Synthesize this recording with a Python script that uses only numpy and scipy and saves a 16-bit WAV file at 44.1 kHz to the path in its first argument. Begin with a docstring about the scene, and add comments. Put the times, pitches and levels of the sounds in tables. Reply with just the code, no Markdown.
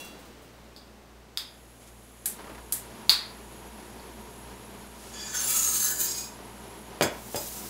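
"""Kitchen stove, pot and bowl

A kitchen; the first room air fades while a fuller background swells in, with wavering hum tones that swell. A
spoon's last touches ring away in a steel pot, the stove knob snaps, gas hisses and whistles; a spark cracks,
the flame catches with soft pops over a low roar, then a second spark cracks. Gritty friction rings a steel bowl
as a spoon scrapes inside it; the bowl thumps down twice on the counter and slides on."""
import sys
import numpy as np
from scipy import signal
from scipy.fft import rfft, irfft, next_fast_len
from scipy.io import wavfile
from scipy.ndimage import map_coordinates

SR = 44100
rng = np.random.default_rng(int(sys.argv[2]) if len(sys.argv) > 2 else 0)


def waveform_to_disk(signal):
    """Save audio, clipped to [-1, 1], as 16-bit WAV at the path in sys.argv[1]."""
    frames = np.transpose(np.atleast_2d(signal))
    scaled = np.clip(frames, -1, 1) * 32767
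    samples = np.round(scaled).astype(np.int16)
    wavfile.write(sys.argv[1], SR, samples)


N = 339129  # samples

SWELL_S, FULL_S = 1.39, 3.03  # the background swells between these moments, then holds


def amp(db):
    """Amplitude for a level in dB."""
    return 10 ** (np.asarray(db) / 20)


def unit(x):
    """x scaled to rms 1."""
    return x / np.sqrt(np.mean(x ** 2) + 1e-20)


def ramp(start, end):
    """0 before start, 1 after end (s), straight between."""
    return np.clip((np.arange(N) / SR - start) / (end - start), 0, 1)


def along(points, hz):
    """Read (f/Hz, value) points at hz on a log frequency axis."""
    f, v = np.transpose(points)
    return np.interp(np.log(hz + 1), np.log(f + 1), v)


def gains(rows):
    """Gain per sample from (t/s, level/dB) rows; fades in before the first row and out after the last."""
    s, db = np.transpose(rows)
    times = np.r_[s[0] - .05, s, s[-1] + .1]
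    levels = np.r_[db[0] - 30, db, -150]
    return amp(np.interp(np.arange(N) / SR, times, levels, -150))


def wobble(rate, size=N):
    """A smooth random curve, rate knots a second."""
    knots = rng.standard_normal(int(size * rate / SR) + 4)
    return map_coordinates(knots, [np.arange(size) * rate / SR])


def filtered(x, response):
    """x through a complex response of frequency."""
    m = next_fast_len(len(x) + 8192)  # room for the filter's tail
    return irfft(rfft(x, m) * response(np.fft.rfftfreq(m, 1 / SR)), m)[:len(x)]


def peaks(modes):
    """Causal response of (f/Hz, width/Hz, level/dB) resonances, alternating in sign."""
    def response(f):
        total = 0
        for k, (centre, width, db) in enumerate(modes):
            loss = 1j * f * width
            total = total + (-1) ** k * amp(db) * loss / (centre * centre - f * f + loss)
        return total
    return response


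def noise(spectrum, size=N):
    """Noise of rms 1, coloured by (f/Hz, level/dB) points."""
    return unit(filtered(rng.standard_normal(size), lambda hz: amp(along(spectrum, hz))))


def blow(spectrum, size=1024):
    """A single causal pulse (minimum phase) coloured by (f/Hz, level/dB) points, peak 1."""
    cepstrum = irfft(np.log(amp(along(spectrum, np.fft.rfftfreq(2 * size, 1 / SR)))))
    cepstrum[1:size] *= 2
    cepstrum[size + 1:] = 0
    pulse = irfft(np.exp(rfft(cepstrum)))[:size]
    return pulse / np.abs(pulse).max()


def add(track, s, x):
    """Mix x into the track at s seconds."""
    part = track[round(s * SR):][:len(x)]
    part += x[:len(part)]


def ring(modes, t):
    """(f/Hz, level/dB, t60/s) modes, each struck at a random strength and phase."""
    total = 0
    for hz, db, t60 in modes:
        strength = amp(db + rng.normal(0, 1.7) - 60 * t / t60)
        total = total + strength * np.sin(2 * np.pi * (hz * t + rng.random()))
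    return total


# The kitchen's diffuse reverberation: (f/Hz, t60/s before damping, relative level/dB)
WALL_DECAY = [(200, 0.41, 6), (900, 0.47, 5.5), (1800, 0.53, 3), (4150, 0.38, -0.5), (8000, 0.26, 3),
              (14100, 0.21, 2.5)]
# Single clear echoes: (delay t/s, level/dB under the direct sound)
CLEAR_ECHOES = [(.0048, -17), (0.0104, -14.5)]


def echoed(x, room_db, gap=0.0022, damping=1):
    """x plus the kitchen's answer: a fresh tail in which each frequency dies at its own speed."""
    hz, t, z = signal.stft(rng.standard_normal(SR // 2), SR, nperseg=128)
    t60 = along(np.take(WALL_DECAY, [0, 1], axis=1), hz)[:, None]
    strength_db = along(np.take(WALL_DECAY, [0, 2], axis=1), hz)[:, None]
    decay = amp(strength_db - 60 * damping * t / t60)
    evenness = np.sqrt(t60 * SR / damping / 14)  # offsets the extra energy of a longer tail
    tail = signal.istft(z * decay / evenness, SR, nperseg=128)[1]
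    tail[:int(gap * SR)] *= .3  # few paths are as short as the direct one
    for delay, db in CLEAR_ECHOES:
        add(tail, delay, amp([db - room_db]))  # room_db is restored below
    return signal.fftconvolve(x, amp(room_db) * tail) + np.pad(x, (0, len(tail) - 1))


# Colour of the room air: (f/Hz, relative level/dB)
AIR_COLOUR = [(25, -11), (45, -24), (80, -4), (100, -22), (150, -4), (260, -1), (450, -3.5), (800, -7),
              (1500, -12.5), (3000, -17), (6000, -21.5), (12000, -28), (16000, -31)]
# Appliance tones: (f/Hz, relative level/dB, waver level/dB)
HUM_TONES = [(58.8, -2.5, 2.5), (117.5, -8, 2), (213.6, -11.5, 4.5), (11490, -25, -1)]
# Faint bright rubs: (t/s, level/dB, length t/s)
FAINT_RUBS = [(1.83, -57, 0.027), (1.882, -54.5, 0.018), (5.073, -49.5, 0.11)]
AIR_DB, AIR_START_DB, AIR_SETTLES_S = -55, 8.5, 0.58  # level before the swell, extra at first, time constant
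AIR_SWELL_DB, HUM_DB, HUM_SWELL_DB, HUM_SWELL_S = 2, -52.5, 4, 2.2  # the hum swells from HUM_SWELL_S


def background():
    """Room air is coloured noise, appliances are wavering sine tones, faint rubs are brief bright noise."""
    t = np.arange(N) / SR
    air_db = AIR_DB + AIR_START_DB * np.exp(-t / AIR_SETTLES_S) + AIR_SWELL_DB * ramp(SWELL_S, FULL_S)
    air = amp(air_db) * noise(AIR_COLOUR)
    tones = sum(amp(db + waver_db * wobble(10)) * np.sin(2 * np.pi * hz * t)
                for hz, db, waver_db in HUM_TONES)
    hum = amp(HUM_DB + HUM_SWELL_DB * ramp(HUM_SWELL_S, FULL_S)) * tones
    rub_gain = sum(amp(db) * np.exp(-((t - s) / length) ** 2) for s, db, length in FAINT_RUBS)
    return air + hum + rub_gain * noise([(4000, -7), (7800, -5.5), (16000, -17)])


# Modes of the steel pot: (f/Hz, level/dB before the touch's tilt, t60/s)
POT_MODES = [(2753, 1, 0.69), (3380, -2, 0.62), (3990, -9, 0.96), (4600, -11, 1.1), (5800, -12, 0.36),
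             (6050, -6, .3), (6850, -10, .25), (7838, -8, .4), (8750, -5, .35), (10220, -12, .28),
             (10570, -8, .2), (14180, -12, .25), (14900, -14, .3), (15460, -14, .25)]
# The spoon's touches: (t/s, ring level/dB, rasp level/dB)
SPOON_TOUCHES = [(0.0, -45, -46), (0.045, -60, -46.5), (0.19, -72, -55), (0.25, -76, -57),
                 (0.42, -75.5, -58)]
FLAT_RING_DB, LIGHTNESS = -52, .33  # weaker touches tilt up, in dB per octave for each dB below


def spoon():
    """Touches ring the pot, each with a short noise rasp; the lighter ones favour its high modes."""
    out, t = np.zeros(N), np.arange(SR // 2) / SR
    for s, ring_db, rasp_db in SPOON_TOUCHES:
        light_db = LIGHTNESS * (FLAT_RING_DB - ring_db)
        modes = [(hz, db + light_db * np.log2(hz / 3000), t60) for hz, db, t60 in POT_MODES]
        rasp = amp(rasp_db - 60 * t / .3) * rng.standard_normal(len(t))
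        onset = 1 - np.exp(-t / 0.00063)
        add(out, s, (amp(ring_db) * ring(modes, t) + rasp) * onset)
    return out


# Knob snaps: (t/s, level/dB, upper tone f/Hz, then level/dB of lower tone, crack, knock, room)
# The lower tone, crack and knock are relative to the upper tone; the room to the dry snap.
KNOB_SNAPS = [(0.763, -36, 4670, -8, -2, -22, 4), (1.3733, -17, 4850, 0, 2.5, -7, -1),
              (3.0944, 2, 4530, -6.5, -1, -9, -3.5), (3.9973, -41, 4530, -15, -3, -20, -2)]
# The knob's hollow knock: (multiple of KNOCK_HZ, relative level/dB)
KNOB_HOLLOW = [(.7, -30), (1.02, -1), (1.6, 0.5), (2.6, 2), (3.5, 4), (6, -24)]
LOWER_HZ, SNAP_S, KNOCK_HZ = 3630, .0006, 827  # SNAP_S sets the burst's width and delay
THUMP_DB, THUMP_S = -26, 0.00028  # a very short low thump: level relative to the snap, half-width


def knob():
    """The knob's catch is a few cycles of two tones with a crack, a hollow knock and a very short low thump."""
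    out, t = np.zeros(N), np.arange(1024) / SR
    crack = blow([(4000, -23), (5900, 2.5), (11000, -1.0), (16000, -3.5)])
    knock = blow(np.multiply(KNOB_HOLLOW, [KNOCK_HZ, 1]))
    swell = np.exp(-(t / SNAP_S - 1.8) ** 2)
    for s, db, hz, lower_db, crack_db, knock_db, room_db in KNOB_SNAPS:
        lower = amp(lower_db) * np.sin(2 * np.pi * LOWER_HZ * t)
        tones = swell * (np.sin(2 * np.pi * hz * t) + lower)
        body = np.roll(amp(crack_db) * crack + amp(knock_db) * knock, int(1.498 * SNAP_S * SR))
        add(out, s, echoed(amp(db) * (tones + body), room_db, gap=0.0026))
        add(out, s, amp(db + THUMP_DB) * np.exp(-((t - 2.0 * SNAP_S) / THUMP_S) ** 2))
    return out


# Colour of the gas jet's hiss: (f/Hz, relative level/dB)
JET_COLOUR = [(1470, -40), (2500, -8), (2990, -1), (6300, -19), (6760, 4), (7130, -6.5), (9290, -2),
              (10800, 1.5), (12300, -5), (16000, -9)]
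# Whistling burner ports: (f/Hz, width f/Hz, relative level/dB)
PORT_WHISTLES = [(5930, 43, -7), (6730, 99, -5), (7500, 56, -5.5), (8140, 76, -8.5), (8830, 130, -13),
                 (10000, 50, -3), (10370, 21, -4.5), (10900, 37, 4.5), (11700, 17, -8), (11600, 120, -5.5),
                 (12900, 56, -13), (13300, 48, -32)]
# Colour of the lit flame's roar: (f/Hz, relative level/dB)
ROAR_COLOUR = [(76, -18), (130, -3), (145, -12.5), (207, 2.5), (281, -7), (340, -2), (426, -2), (500, -8.5),
               (723, -7), (862, -7.5), (949, -2), (1100, -11), (6000, -23.5), (7800, -56), (13200, -120)]
# Pops as the flame catches: (t/s, level/dB before the decay)
FLAME_POPS = [(2.389, -40.5), (2.403, -43), (2.441, -41.5), (2.468, -41), (2.494, -41), (2.512, -42.5),
              (2.547, -41), (2.578, -42)]
GAS_DB, GAS_SWELL_DB = -65, 7  # gas level when the tap opens, growth during the swell
LIT_S, ROAR_DB, ROAR_SWELL_DB = 2.3, -52.5, 4.5
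ROAR_RISE_DB, ROAR_RISE_S = 0.5, 4.7  # a slight rise late in the roar, and when it starts
POP_T60_S = 0.15


def burner():
    """Gas hisses and whistles in the ports; the lit flame roars low and pops as it catches."""
    whistle = unit(filtered(rng.standard_normal(N), peaks(PORT_WHISTLES)))
    flow = ramp(SWELL_S - .05, SWELL_S) * amp(GAS_DB + GAS_SWELL_DB * ramp(SWELL_S, FULL_S))
    hiss = flow * amp(0.27 * wobble(8)) * (noise(JET_COLOUR) + amp(0.5) * whistle)
    late_db = ROAR_RISE_DB * ramp(ROAR_RISE_S, ROAR_RISE_S + .6)
    flame = ramp(LIT_S - .05, LIT_S) * amp(ROAR_DB + ROAR_SWELL_DB * ramp(LIT_S, FULL_S) + late_db)
    flutter = amp(wobble(6) + 1.07 * wobble(25))
    out = hiss + flame * flutter * noise(ROAR_COLOUR)
    t = np.arange(SR // 10) / SR
    for s, db in FLAME_POPS:
        puff = noise([(100, -8), (300, -1.0), (1000, -3.0), (3000, -15.5), (8000, -29)], size=len(t))
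        add(out, s, amp(db - 60 * t / POP_T60_S) * (1 - np.exp(-t / 0.00092)) * puff)
    return out


# Igniter sparks: (t/s, reference level/dB, from which the crack and sizzle are offset)
IGNITER_SPARKS = [(2.257, -13.5), (2.723, -13)]
# Colour of crack and sizzle: (f/Hz, relative level/dB)
SPARK_COLOUR = [(470, -53), (800, -21), (990, -23), (1370, -22), (1550, -16), (2770, -18.5), (4240, -12),
                (5510, -14.5), (8030, -5), (11600, -1.5), (16000, -14)]
CRACK_DB, SIZZLE_DB, SIZZLE_T60_S = -8.5, -6, 0.033  # offsets from the spark's level; the arc's decay


def sparks():
    """A spark is a bright crack that reaches the microphone mostly by the walls, with the arc's brief sizzle."""
    out, t = np.zeros(N), np.arange(1024) / SR
    for s, db in IGNITER_SPARKS:
        crack = amp(db + CRACK_DB) * blow(SPARK_COLOUR)
        add(out, s, echoed(crack, 18.7, gap=0.0004))
        fade = amp(db + SIZZLE_DB - 60 * t / SIZZLE_T60_S) * (1 - np.exp(-t / 0.00045))
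        add(out, s, fade * noise(SPARK_COLOUR, size=len(t)))
    return out


# Modes of the steel bowl: (f/Hz, width f/Hz, relative level/dB, t/s at which the contact crosses a belly, # t/s
# between bellies, factor by which the contact's load bends it)
BOWL_MODES = [(1374, 62, 3, 5.47, 1.8, 4), (1583, 52, 6.5, 5.33, 0.57, 3),
              (1770, 46, 10.5, 4.6, 0.668, 2.5), (2350, 15, 1, 5.5, 0.78, 0), (2467, 25, 13, 4.95, 1.6, 1),
              (3053, 35, 8.5, 6, 0.91, 0.5), (3422, 21.6, 17.5, 5.16, 1.42, 0.5),
              (2800, 95, -1, 5.54, 1.1, -1), (3710, 44, 1, 5.4, .9, -0.5), (3910, 37, 7, 5.9, 1.3, -1),
              (4370, 53, 4, 5.82, 0.38, -0.8), (4814, 61, 13.5, 6.175, 0.98, 0.5),
              (5040, 84, 13, 6.27, 1.5, 0.5), (5530, 51, 10, 5.24, 1, -0.5), (5760, 30, -1, 4.7, 0.56, 0),
              (6380, 49, 17.5, 5.84, 0.5, 0.4), (6630, 71, 17, 5.62, 0.52, 0.3),
              (7130, 73, 17, 4.9, .36, 2), (7360, 54, 17.5, 5.38, 0.67, 1),
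              (7520, 50, 10.5, 5.73, 2.1, 0.5), (7660, 27, 10, 6.13, 1.5, -0.5),
              (8520, 66, 4, 5.66, 1.1, -0.5), (9100, 49, 10, 5.4, 1.9, 1.2), (10880, 74, 15, 4, 0.368, -1),
              (11120, 90, 8, 4.4, 0.71, 0), (11170, 98, 14, 5.21, 2.6, 1.5),
              (13530, 70, 18, 5.34, 3.1, 1.4), (13800, 67, 14, 6.02, 0.71, 4.5),
              (14100, 71, 9, 5.6, 1.4, -2), (14700, 79, 18, 5.15, 1.6, .7),
              (15480, 78, 13, 5.55, 2.4, -0.5)]
# Strength of the scrape: (t/s, relative level/dB)
SCRAPE_LEVEL = [(5.125, -55), (5.137, -39), (5.16, -40), (5.325, -37.5), (5.345, -27), (5.38, -30.5),
                (5.45, -31), (5.502, -25.5), (5.616, -27.5), (5.682, -30), (5.754, -25), (5.86, -29.5),
                (5.986, -38.5), (6.05, -29.5), (6.142, -35), (6.2, -33), (6.36, -62.5)]
# Colour of the direct grit: (f/Hz, relative level/dB)
GRIT_COLOUR = [(410, -46), (700, -10), (1680, -20), (2770, -42), (4050, -0.5), (5190, -12), (6480, 8),
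               (9730, 1), (16000, -1)]
# The load at the scraping contact: (t/s, relative pitch change before each mode's bend factor)
CONTACT_LOAD = [(5.15, -0.0076), (5.35, -0.014), (5.55, -0.0103), (5.85, -0.0204), (6.0, -0.0049),
                (6.25, 0.014)]
# Firmness of the contact: (t/s, relative treble level/dB)
SCRAPE_TREBLE = [(5.12, -30), (5.3, -18), (5.5, -6), (5.96, -0.5), (6.01, 4.5), (6.09, -4), (6.36, -11)]


def scrape():
    """Gritty friction drives the bowl; a mode swells as the contact crosses a belly and sinks near a node."""
    start, stop = int(4.9 * SR), int(6.5 * SR)
    t = np.arange(start, stop) / SR
    roughness = amp(1.24 * wobble(35) + 1.1 * wobble(120) + 0.74 * wobble(600))
    grit = roughness * gains(SCRAPE_LEVEL) * rng.standard_normal(N)
    sharp = filtered(grit, lambda hz: 1 / (1 + (9300 / (hz + 1)) ** 12))  # treble only
    load = np.interp(t, *np.transpose(CONTACT_LOAD))
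    firm = gains(SCRAPE_TREBLE)  # a firmer contact is brighter and hisses more
    force = amp(5.5) * (grit + sharp * (firm - 1))[start:stop]
    steel = amp(-2.0) * filtered((grit * firm)[start:stop], lambda hz: amp(along(GRIT_COLOUR, hz)))
    for hz, width, db, s, spacing, give in BOWL_MODES:
        node_db = -20.0 * np.sin(np.pi * (t - s) / spacing) ** 2
        grip = amp(db + node_db + 2.05 * wobble(18, size=len(t)))
        bend = give * load + 0.0024 * wobble(8.83, size=len(t))
        # a one-pole resonator in a frame turning at the mode's bent pitch
        turn = np.exp(2j * np.pi * np.cumsum(hz * (1 + bend)) / SR)
        keep = np.exp(-np.pi * width / SR)
        steel += np.real(turn * signal.lfilter([1 - keep], [1, -keep], force * grip / turn))
    out = np.zeros(N)
    trimmed = filtered(steel, lambda hz: 1 / (1 + (900 / (hz + 1)) ** 4))  # less bass
    add(out, start / SR, echoed(trimmed, -8.5))
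    return out


# Set-downs on the counter: (t/s, then level/dB of thud, ring, crack, skid)
# These are drive levels ahead of the colours, foot/edge offsets and decays.
SET_DOWNS = [(7.0103, -12, -21, -21, -29), (7.3454, -22.5, -25.5, -37.5, -34.5)]
# Colour of the counter's push: (f/Hz, relative level/dB)
COUNTER_COLOUR = [(40, -62), (90, 5), (200, 2), (330, 6.5), (480, 2.5), (620, -4.5), (850, 1.5), (1200, -7),
                  (1650, -10.5), (2200, -18.5), (3200, -8), (4200, -51), (8000, -50)]
# The counter's hollow ring: (f/Hz, width f/Hz, relative level/dB)
COUNTER_RING = [(607, 77, 13), (935, 42, 8), (1680, 120, 0), (3230, 170, 5)]
# How a landing drives the bowl's modes: (f/Hz, relative level/dB)
RIM_DRIVE = [(2000, -16), (3300, -15.5), (4700, -6), (5050, 3), (5570, -8), (6450, -6), (7000, -10),
             (7500, -3.5), (8300, -3), (16000, -24)]
# Sliding on the counter: (t/s, level/dB before the skids and flutter)
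SLIDE_LEVEL = [(7.13, -53), (7.206, -50), (7.344, -42), (7.488, -38.5), (7.52, -39), (7.69, -40.5)]
# Colour of the slide: (f/Hz, relative level/dB)
RUB_COLOUR = [(590, -35), (1000, -11), (1290, -9), (1400, -14), (2590, -8.5), (7020, 1), (9830, -1),
              (14400, 0.5), (16000, -2)]
ROCK_S, ROCK_DB, FOOT_RING_DB = .0125, -12, -18  # edge delay; edge's thud and foot's ring, relative
SKID_T60_S, ROCK_RISE_S = 0.16, 0.0041  # skid decay; time constant of the ring's onset


def landing():
    """The bowl's foot thumps the counter, it rocks onto its edge, which rings and skids; then it slides."""
    t = np.arange(SR // 4) / SR
    rub = gains(SLIDE_LEVEL)
    rim = [(hz, db - 17.0 + along(RIM_DRIVE, hz), 3.7 / width) for hz, width, db, *_ in BOWL_MODES]
    push = blow(COUNTER_COLOUR, size=len(t))
    knock = -(push + filtered(push, peaks(COUNTER_RING)))
    crack_colour = [(300, -7), (1200, 10), (4000, 7.5), (16000, -17)]
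    out = np.zeros(N)
    for s, thud_db, ring_db, crack_db, skid_db in SET_DOWNS:
        add(rub, s + ROCK_S, amp(skid_db - 60 * t / SKID_T60_S))
        for edge in (0, 1):  # foot, then edge
            crack = amp(crack_db - 60 * t / 0.025) * noise(crack_colour, size=len(t))
            thud = amp(thud_db + edge * ROCK_DB) * knock
            bell_gain = amp(ring_db + (1 - edge) * FOOT_RING_DB)
            bell = bell_gain * ring(rim, t) * (1 - np.exp(-t / ROCK_RISE_S))
            add(out, s + edge * ROCK_S, echoed(thud + bell + crack, -1.9, damping=1.32))
    return out + rub * amp(1.0 * wobble(40)) * noise(RUB_COLOUR)


def scene():
    """All the sources in the kitchen, as one channel."""
    return (background() + spoon() + knob() + burner() + sparks() + scrape() + landing())[None]


# The microphone channel's upper band edge: (f/Hz, level/dB)
BAND_EDGE = [(15720, 0), (15820, -30), (16850, -45), (16870, -120)]


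def record(dry):
    """Loud peaks flatten; little is kept above the band edge and next to nothing past the cut-off."""
    flat = dry[0] / (1 + np.abs(dry[0] / .97) ** 4) ** (1 / 4)
    return filtered(flat, lambda hz: amp(along(BAND_EDGE, hz)))[None]


dry = scene()
out = record(dry)
waveform_to_disk(out)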